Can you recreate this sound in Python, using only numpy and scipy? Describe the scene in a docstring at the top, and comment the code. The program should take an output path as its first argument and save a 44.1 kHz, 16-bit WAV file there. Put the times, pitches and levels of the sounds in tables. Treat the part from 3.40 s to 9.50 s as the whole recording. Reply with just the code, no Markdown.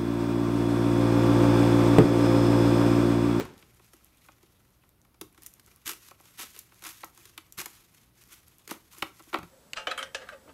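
"""Tearing cling film from its box

Close by in a furnished room, cling film is drawn from a cardboard box and torn along the toothed edge
in short tugs. Tiny slips in the film make it rip, rustle and snap; the card panels and the air inside
ring along. The box is knocked on a wooden table, which booms. Mains hum lies under the room tone."""
import sys
import numpy as np
from scipy import signal
from scipy.fft import rfft, irfft, next_fast_len
from scipy.io import wavfile
from scipy.ndimage import uniform_filter1d, map_coordinates

SR = 44100
rng = np.random.default_rng(int(sys.argv[2]) if len(sys.argv) > 2 else 0)


def digitize_waveform(pressure):
    """Quantize a signal to 16-bit integers and store it at the path in sys.argv[1].

    Rows of a 2-D input are taken as channels; values are limited to [-1, 1].
    """
    field = np.atleast_2d(pressure).T
    bounded = np.clip(field, -1, 1)
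    quanta = np.round(bounded * 32767).astype(np.int16)
    wavfile.write(sys.argv[1], SR, quanta)


N = 269010
TIME = np.arange(N) / SR


# Tugs along the teeth: (start [s], level [dB], attack [s], hold [s], box send [dB], hollow send [dB])
TUG_CUES = [(2.451, -35.5, 0.017, 0.036, -10, -12.5), (2.973, -38, 0.026, 0.031, -5, -22),
            (3.411, -43, 0.059, 0.033, -7.5, -20.5), (4.172, -35, 0.012, 0.013, -5.5, -13.5),
            (5.276, -44.5, 0.036, 0.0021, -0.5, 0)]

def tugs():
    """The teeth rip the film in a dense rattle of slips. Returns the box, film and hollow feeds."""
    swell_db, sag_db_per_s, release_db_per_s = 23.5, 94, 417
    slips = patchy(crackle(spread_db=3.5, clump_db=3.5, clumps_per_s=300), depth_db=1.0)
    feeds = np.zeros((3, N))
    for start, db, attack_s, hold_s, box_db, hollow_db in TUG_CUES:
        since_top = TIME - start - attack_s
        rip_db = db - swell_db * np.minimum(since_top / attack_s, 0) ** 2
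        rip_db -= sag_db_per_s * np.clip(since_top, 0, hold_s)
        rip_db -= release_db_per_s * np.maximum(since_top - hold_s, 0)
        feeds += amp([[box_db], [0], [hollow_db]]) * amp(rip_db) * slips * (TIME >= start)
    return feeds


# Film snaps and box knocks: (time [s], box level [dB], focus [Hz], film level [dB], hollow level [dB])
SNAP_CUES = [(.007, -31.5, 1050, -44, -33), (.051, -35.5, 820, -49.5, -46), (.225, -48, 2570, -74, -51.5),
             (.395, -50.5, 1030, -70, -56), (.534, -56, 945, -50, -49), (.885, -42, 1100, -66, -58),
             (1.029, -56.5, 1180, -59, -53), (1.435, -55, 1260, -69, -77), (1.649, -55.5, 1110, -63, -68),
             (1.743, -58, 1130, -63, -79), (1.812, -39, 1020, -34, -35.5), (1.946, -59, 1800, -61, -68),
             (1.977, -49.5, 1340, -55, -53), (2.196, -56, 3010, -51, -62), (2.476, -52, 2430, -28.5, -65),
             (2.493, -45, 2480, -28.5, -54), (2.533, -51, 1230, -41, -73), (2.685, -71, 3250, -46.5, -76),
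             (2.71, -39.5, 950, -52, -53), (2.799, -47.5, 800, -58, -60), (2.855, -55.5, 842, -52.5, -73),
             (2.992, -38.5, 2070, -53, -44), (3.031, -59, 2000, -40, -45), (3.144, -56, 3020, -63, -61),
             (3.163, -57, 2960, -46, -52.5), (3.319, -50.5, 1230, -76, -60), (3.422, -44.5, 1100, -47, -54),
             (3.438, -45, 1210, -42, -69), (3.456, -37, 1790, -52, -68), (3.633, -29, 1060, -66, -45.5),
             (3.775, -51, 1110, -49, -59), (3.854, -58, 3240, -46.5, -59), (3.977, -33.5, 2350, -38, -48),
             (4.214, -39, 1220, -35, -63), (4.258, -37, 1150, -32, -46), (4.546, -65, 2940, -54.5, -78),
             (5.276, -68, 2500, -40.5, -48.5), (5.292, -40, 1480, -62, -69), (5.31, -27.5, 810, -32.5, -32),
             (5.566, -54, 1300, -56, -70), (5.577, -48, 1680, -56, -49), (5.622, -19, 2070, -40, -32),
             (5.625, -23.5, 730, -36, -41), (5.794, -48.5, 1200, -54, -55), (5.801, -43, 970, -64, -53.5),
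             (5.87, -56, 700, -73, -51.5), (5.929, -29, 1100, -56, -34), (5.934, -33, 1310, -47, -34.5),
             (5.9417, -16, 1200, -41, -29.5), (5.955, -26.5, 1070, -55, -29.5), (5.97, -33, 1140, -60, -48),
             (5.986, -35.5, 1020, -47.5, -41), (6.03, -39.5, 1050, -51, -43.5)]

def snaps():
    """Each snap is a dying burst of slips that favours the panels near the place it strikes."""
    size = 4096
    hits = bursts(decays_s=np.full(len(SNAP_CUES), 0.0031), size=size)
    f = np.fft.rfftfreq(size, 1 / SR)
    bodies = np.abs([*box_panels(f), film_colour(f), box_hollow(f)]) ** 2
    # trim each burst so that every body takes up the energy meant for it
    power = np.abs(rfft(hits)) ** 2
    trims = np.sqrt(power.mean(axis=1)[:, None] * bodies.sum(axis=1) / (power @ bodies.T))
    panel_hz = np.array(PANEL_MODES)[:, 0]
    feeds = np.zeros((len(bodies), N + size))
    for (start, box_db, focus_hz, film_db, hollow_db), hit, trim in zip(SNAP_CUES, hits, trims):
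        reach_octaves = np.where(panel_hz < focus_hz, 1.25, 1.176)
        panels_db = box_db + focus_db(panel_hz, focus_hz, reach_octaves)
        gains = amp([*panels_db, film_db, hollow_db]) * trim
        feeds[:, round(start * SR):][:, :size] += gains[:, None] * hit
    return feeds[:-2, :N], feeds[-2, :N], feeds[-1, :N]


# Level ride of the hands creasing the film: (time [s], level [dB])
RUSTLE_RIDE = [(0, -60), (.11, -72), (.21, -62.5), (.3, -68), (.44, -65), (.51, -68), (.55, -66.5),
               (.66, -67), (.77, -73), (.87, -64), (.95, -70.5), (1.35, -74), (1.78, -88), (2.0, -70),
               (2.03, -58), (2.17, -72.5), (2.28, -66.5), (2.43, -70), (2.68, -55), (2.75, -70.5),
               (2.86, -60.5), (2.95, -62), (3.19, -54), (3.25, -66), (3.63, -56.5), (3.71, -69.5),
               (3.77, -60), (3.88, -56), (3.92, -66.5), (4.1, -71.5), (4.36, -55.5), (4.46, -66.5),
               (4.56, -65), (4.74, -76.5), (4.78, -59), (4.88, -64), (4.94, -53), (5.03, -67.5),
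               (5.08, -62), (5.15, -67.5), (5.48, -64.5), (5.53, -58), (5.6, -56.5), (5.72, -63.5),
               (6.1, -64)]

def rustle():
    """Creases let go all the time; the box follows only in part. Returns box, film and hollow feeds."""
    film_db = np.interp(TIME, *np.transpose(RUSTLE_RIDE))
    box_db = -70.5 + 0.42 * (film_db + 65)
    hollow_db = box_db - 11
    slips = patchy(crackle(spread_db=1.0, clump_db=2.3, clumps_per_s=120), depth_db=5.5)
    return amp([box_db, film_db, hollow_db]) * slips


# Single creases that pop out of the rustle: (time [s], level [dB], pitch [Hz])
POP_CUES = [(0.1376, -48, 4190), (0.179, -43.5, 4500), (0.3473, -44.5, 12300), (0.4457, -47, 11800),
            (0.4648, -47, 5250), (0.54, -39.5, 12700), (0.5674, -47, 11600), (0.6459, -39.5, 12200),
            (0.6744, -51, 12000), (0.7726, -50.5, 12200), (0.8127, -51, 11900), (0.863, -45.5, 11200),
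            (0.9207, -48.5, 6140), (1.3052, -49, 11600), (1.492, -46.5, 12200), (1.6162, -47, 5430),
            (1.9275, -47.5, 9050), (2.0211, -36.5, 12200), (2.0337, -34.5, 11500), (2.0621, -28.5, 10700),
            (2.0679, -33.5, 11900), (2.117, -49, 11800), (2.138, -35.5, 11800), (2.2624, -39.5, 9450),
            (2.361, -41.5, 12800), (2.8113, -43, 12100), (3.1047, -41, 9040), (3.19, -28.5, 10600),
            (3.3448, -45, 9560), (3.3932, -42.5, 12200), (3.6007, -47, 5870), (3.644, -31, 12600),
            (3.749, -45.5, 12300), (3.8851, -50, 5260), (4.1237, -34.5, 9500), (4.6144, -50, 11700),
            (4.838, -42, 11100), (4.8753, -42, 12000), (4.931, -40, 12200), (5.0818, -38, 12400),
            (5.1841, -40.5, 11900), (5.5257, -42, 11400), (5.584, -35, 11900), (5.8242, -43, 6420)]

def crease_pops():
    """A crease pops with a broad pitch of its own: small patches of film sound higher."""
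    faint_count, size = 130, 1024
    # fainter pops are scattered at random and follow the rustle's level
    when, strength, pitch = rng.random((faint_count, 3)).T
    faint_s = when * N / SR
    faint_db = np.interp(faint_s, *np.transpose(RUSTLE_RIDE)) + 10 + 4.5 * (2 * strength - 1)
    faint_hz = 9100 * 2 ** (pitch - .5)
    cues = np.array([*POP_CUES, *zip(faint_s, faint_db, faint_hz)])
    decays_s = 0.00044 * 2 ** ((cues[:, 1] + 45) / 6.5)  # louder pops last longer
    f = np.fft.rfftfreq(size, 1 / SR)
    out = np.zeros(N + size)
    for (start, db, hz), burst in zip(cues, bursts(decays_s, size)):
        pop = irfft(rfft(burst) * ringing([(hz, .9 * hz, 0)], f)[0])
        out[round(start * SR):][:size] += amp(db) * pop / np.abs(pop).max()
    return out[:N]


# The bright EQ of the thin sheet: (frequency [Hz], gain [dB])
FILM_EQ = [(300, -48), (1000, 6), (2500, 7), (4500, 4.5), (6400, 7), (8000, 4), (10300, 4), (12000, 8.5),
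           (14000, -0.5), (15700, -3.5)]

def film_colour(f):
    """The film's response is broad, so it adds no ring of its own."""
    return unit(amp(along(FILM_EQ, f)))


# Resonances of the cardboard panels: (pitch [Hz], gain [dB])
PANEL_MODES = [(560, 7), (680, 2), (780, 6), (920, 5), (1092, 7.5), (1222, 5), (1311, 7.5), (1560, -5),
               (1700, -24), (1950, 1.5), (2300, 4), (2700, 3), (3400, 2), (4400, -2)]

def box_panels(f):
    """Each panel rings, one response a row; the higher ones are damped faster."""
    return ringing([(hz, max(80, 70 * (hz / 1200) ** 2.4), db) for hz, db in PANEL_MODES], f)


# Low body of the air in the box and the table top: (pitch [Hz], width [Hz], gain [dB])
HOLLOW_MODES = [(240, 175, -11.5), (320.6, 30, 1), (383, 65, -6)]

def box_hollow(f):
    """The low resonances add up to one hollow response."""
    return ringing(HOLLOW_MODES, f).sum(axis=0)


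# Jolts that reach the table: (time [s], level [dB], focus [Hz])
THUD_CUES = [(1.813, -50, 153), (2.458, -49, 94.2), (4.181, -42, 187), (5.623, -41.5, 102),
             (5.939, -52, 186), (5.987, -38, 170), (6.031, -39, 175)]
# Modes of the wooden top: (pitch [Hz], 60 dB decay [s])
TABLE_MODES = [(45, 0.015), (65, 0.042), (95, 0.095), (130, 0.075), (170, 0.11)]

def table_thuds():
    """Soft jolts set the table top booming, most in the modes near their focus."""
    age = np.arange(SR // 2) / SR
    attack = 1 - np.exp(-age / 0.0046)
    boom = np.zeros(N + len(age))
    for start, db, focus_hz in THUD_CUES:
        for hz, t60 in TABLE_MODES:
            level_db = db - 5 * np.log2(hz / focus_hz) ** 2 - 60 * age / t60
            boom[round(start * SR):][:len(age)] += amp(level_db) * np.sin(2 * np.pi * hz * age) * attack
    return boom[:N]


# The dark colour of a knock's ring-out: (frequency [Hz], gain [dB])
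KNOCK_TAIL_EQ = [(18, -50), (30, -6), (170, -0.5), (295, -4), (364, 0), (666, -16.5), (822, -10),
                 (913, -14), (1280, -14), (8740, -33.5), (16000, -66)]

def knock_tail():
    """A knock from just before the start dies away, first fast, then slowly."""
    fade = amp(-32.5 - 60 * TIME / 0.17) + amp(-41.5 - 60 * TIME / 0.66)
    return fade * coloured_noise(KNOCK_TAIL_EQ)


# Short reverb of the furnished room: (frequency [Hz], 60 dB decay [s])
ROOM_DECAY = [(150, 0.31), (1000, 0.26), (4000, 0.24), (12000, 0.25)]

def room_reverb(x):
    """The room answers with a dying noise tail, drawn anew every quarter second."""
    step, predelay = SR // 4, 130  # samples
    out = np.zeros(N + SR)
    for start in range(0, N, step):
        hz, age, noise = signal.stft(rng.standard_normal(SR // 2), SR, nperseg=256)
        decay = amp(-60 * age / along(ROOM_DECAY, hz)[:, None])
        tail = signal.istft(noise * decay, SR, nperseg=256)[1]
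        wet = signal.fftconvolve(x[start:start + step], tail / np.linalg.norm(tail))
        out[start + predelay:][:len(wet)] += wet
    return out[:N]


# Partials of the mains hum: (pitch [Hz], rms level [dB])
HUM_PARTIALS = [(59.2, -82.5), (118.4, -74), (177.6, -79.5)]

def mains_hum():
    """The mains hum low; each partial wavers in level on its own."""
    sway_db, sways_per_s = 2.1, 5
    hum = np.zeros(N)
    for hz, db in HUM_PARTIALS:
        sway = map_coordinates(rng.standard_normal(40), [sways_per_s * TIME], order=1)
        hum += np.sqrt(2) * amp(db + sway_db * sway) * np.sin(2 * np.pi * hz * TIME)
    return hum


# Colour of the background bed: (frequency [Hz], gain [dB])
ROOM_TONE_EQ = [(20, -56), (33, 4), (42, -6.5), (59, 5), (108, 0.5), (175, -3), (317, -6), (500, -12),
                (1160, -16.5), (2500, -23.5), (5000, -25.5), (7500, -30), (12500, -20.5), (16000, -33)]

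def room_tone():
    """A steady low rumble with faint hiss on top."""
    return amp(-66) * coloured_noise(ROOM_TONE_EQ)


def crackle(spread_db, clump_db, clumps_per_s):
    """Tiny slips of unequal but bounded size that come in clumps, rms 1."""
    sizes = amp(spread_db * np.minimum(rng.exponential(size=N), 5))
    knots = rng.standard_normal(int(N / SR * 600))
    clumps = map_coordinates(knots, [TIME * clumps_per_s], order=1)
    return unit(rng.standard_normal(N) * sizes * amp(clump_db * clumps))


def patchy(x, depth_db):
    """Different parts of the sheet sound at once: the colour shifts in patches."""
    spectra = signal.stft(x, nperseg=256)[2]
    patches = uniform_filter1d(rng.standard_normal(spectra.shape), size=9, axis=0)
    patches = unit(uniform_filter1d(patches, size=8, axis=1))
    return unit(signal.istft(spectra * amp(depth_db * patches), nperseg=256)[1][:N])


def bursts(decays_s, size):
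    """Noise bursts with a quick rise and a dying tail, one a row; longer ones carry more energy."""
    life = np.clip(decays_s, .0001, .03)[:, None]
    age = np.arange(size) / SR / life
    rows = rng.standard_normal(age.shape) * np.exp(-age) * (1 - np.exp(-6 * age))
    return rows / np.linalg.norm(rows, axis=1, keepdims=True) * np.sqrt(life * SR)


def ringing(modes, f):
    """One response a row for (Hz, width, dB) modes; together they pass white noise at unit gain."""
    rows = np.array([(-1) ** k * amp(db) * 1j * f * width / (hz * hz - f * f + 1j * f * width)
                     for k, (hz, width, db) in enumerate(modes)])
    return rows / np.sqrt(np.mean(np.abs(rows.sum(axis=0)) ** 2))


def radiated(x, low_hz, high_hz):
    """A small body radiates little below its lowest mode; soft card little above its highest."""
    return signal.sosfilt(signal.butter(2, [low_hz, high_hz], "bandpass", fs=SR, output="sos"), x)


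def focus_db(hz, centre_hz, reach_octaves):
    """A bell curve, 6 dB down at its reach."""
    return -6 * (np.log2(hz / centre_hz) / reach_octaves) ** 2


def coloured_noise(eq):
    """Noise through an EQ curve, rms 1."""
    return unit(filtered(rng.standard_normal(N), lambda f: amp(along(eq, f))))


def filtered(x, response):
    """x through a complex frequency response."""
    size = next_fast_len(N + SR // 2)
    return irfft(rfft(x, size) * response(np.fft.rfftfreq(size, 1 / SR)), size)[..., :N]


def along(points, hz):
    """Reads a (Hz, value) curve on a log axis."""
    point_hz, values = np.transpose(points)
    return np.interp(np.log(hz + 1), np.log(point_hz + 1), values)


def amp(db):
    """Gain of a level."""
    return 10 ** (np.asarray(db) / 20)


def unit(x):
    """Scaled to rms 1."""
    return x / np.sqrt(np.mean(x ** 2) + 1e-20)


def scene():
    """The mono mix: slips sound through box, hollow and film, then the room, over a quiet bed."""
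    box, film, hollow = rustle() + tugs()
    box_snaps, film_snaps, hollow_snaps = snaps()
    # the small panels by the toothed edge take most of the rustle and the rips
    edge_db = focus_db(np.array(PANEL_MODES)[:, :1], centre_hz=1900, reach_octaves=1.3)
    box = amp(edge_db) * box + box_snaps
    # film and box share the moments of the slips, not their waveform
    film = (film + film_snaps) * rng.choice([-1, 1], N)
    close = radiated(filtered(box, box_panels).sum(axis=0), low_hz=404, high_hz=6340)
    close += radiated(filtered(hollow + hollow_snaps, box_hollow), low_hz=206, high_hz=650)
    ring_out = knock_tail()
    close += filtered(film + crease_pops(), film_colour) + table_thuds()
    return (close + amp(-10.5) * room_reverb(close) + ring_out + room_tone() + mains_hum())[None]


def record(dry):
    """A brick-wall high cut takes off the very top."""
    return filtered(dry, lambda hz: hz < 15750)


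dry = scene()
out = record(dry)
digitize_waveform(out)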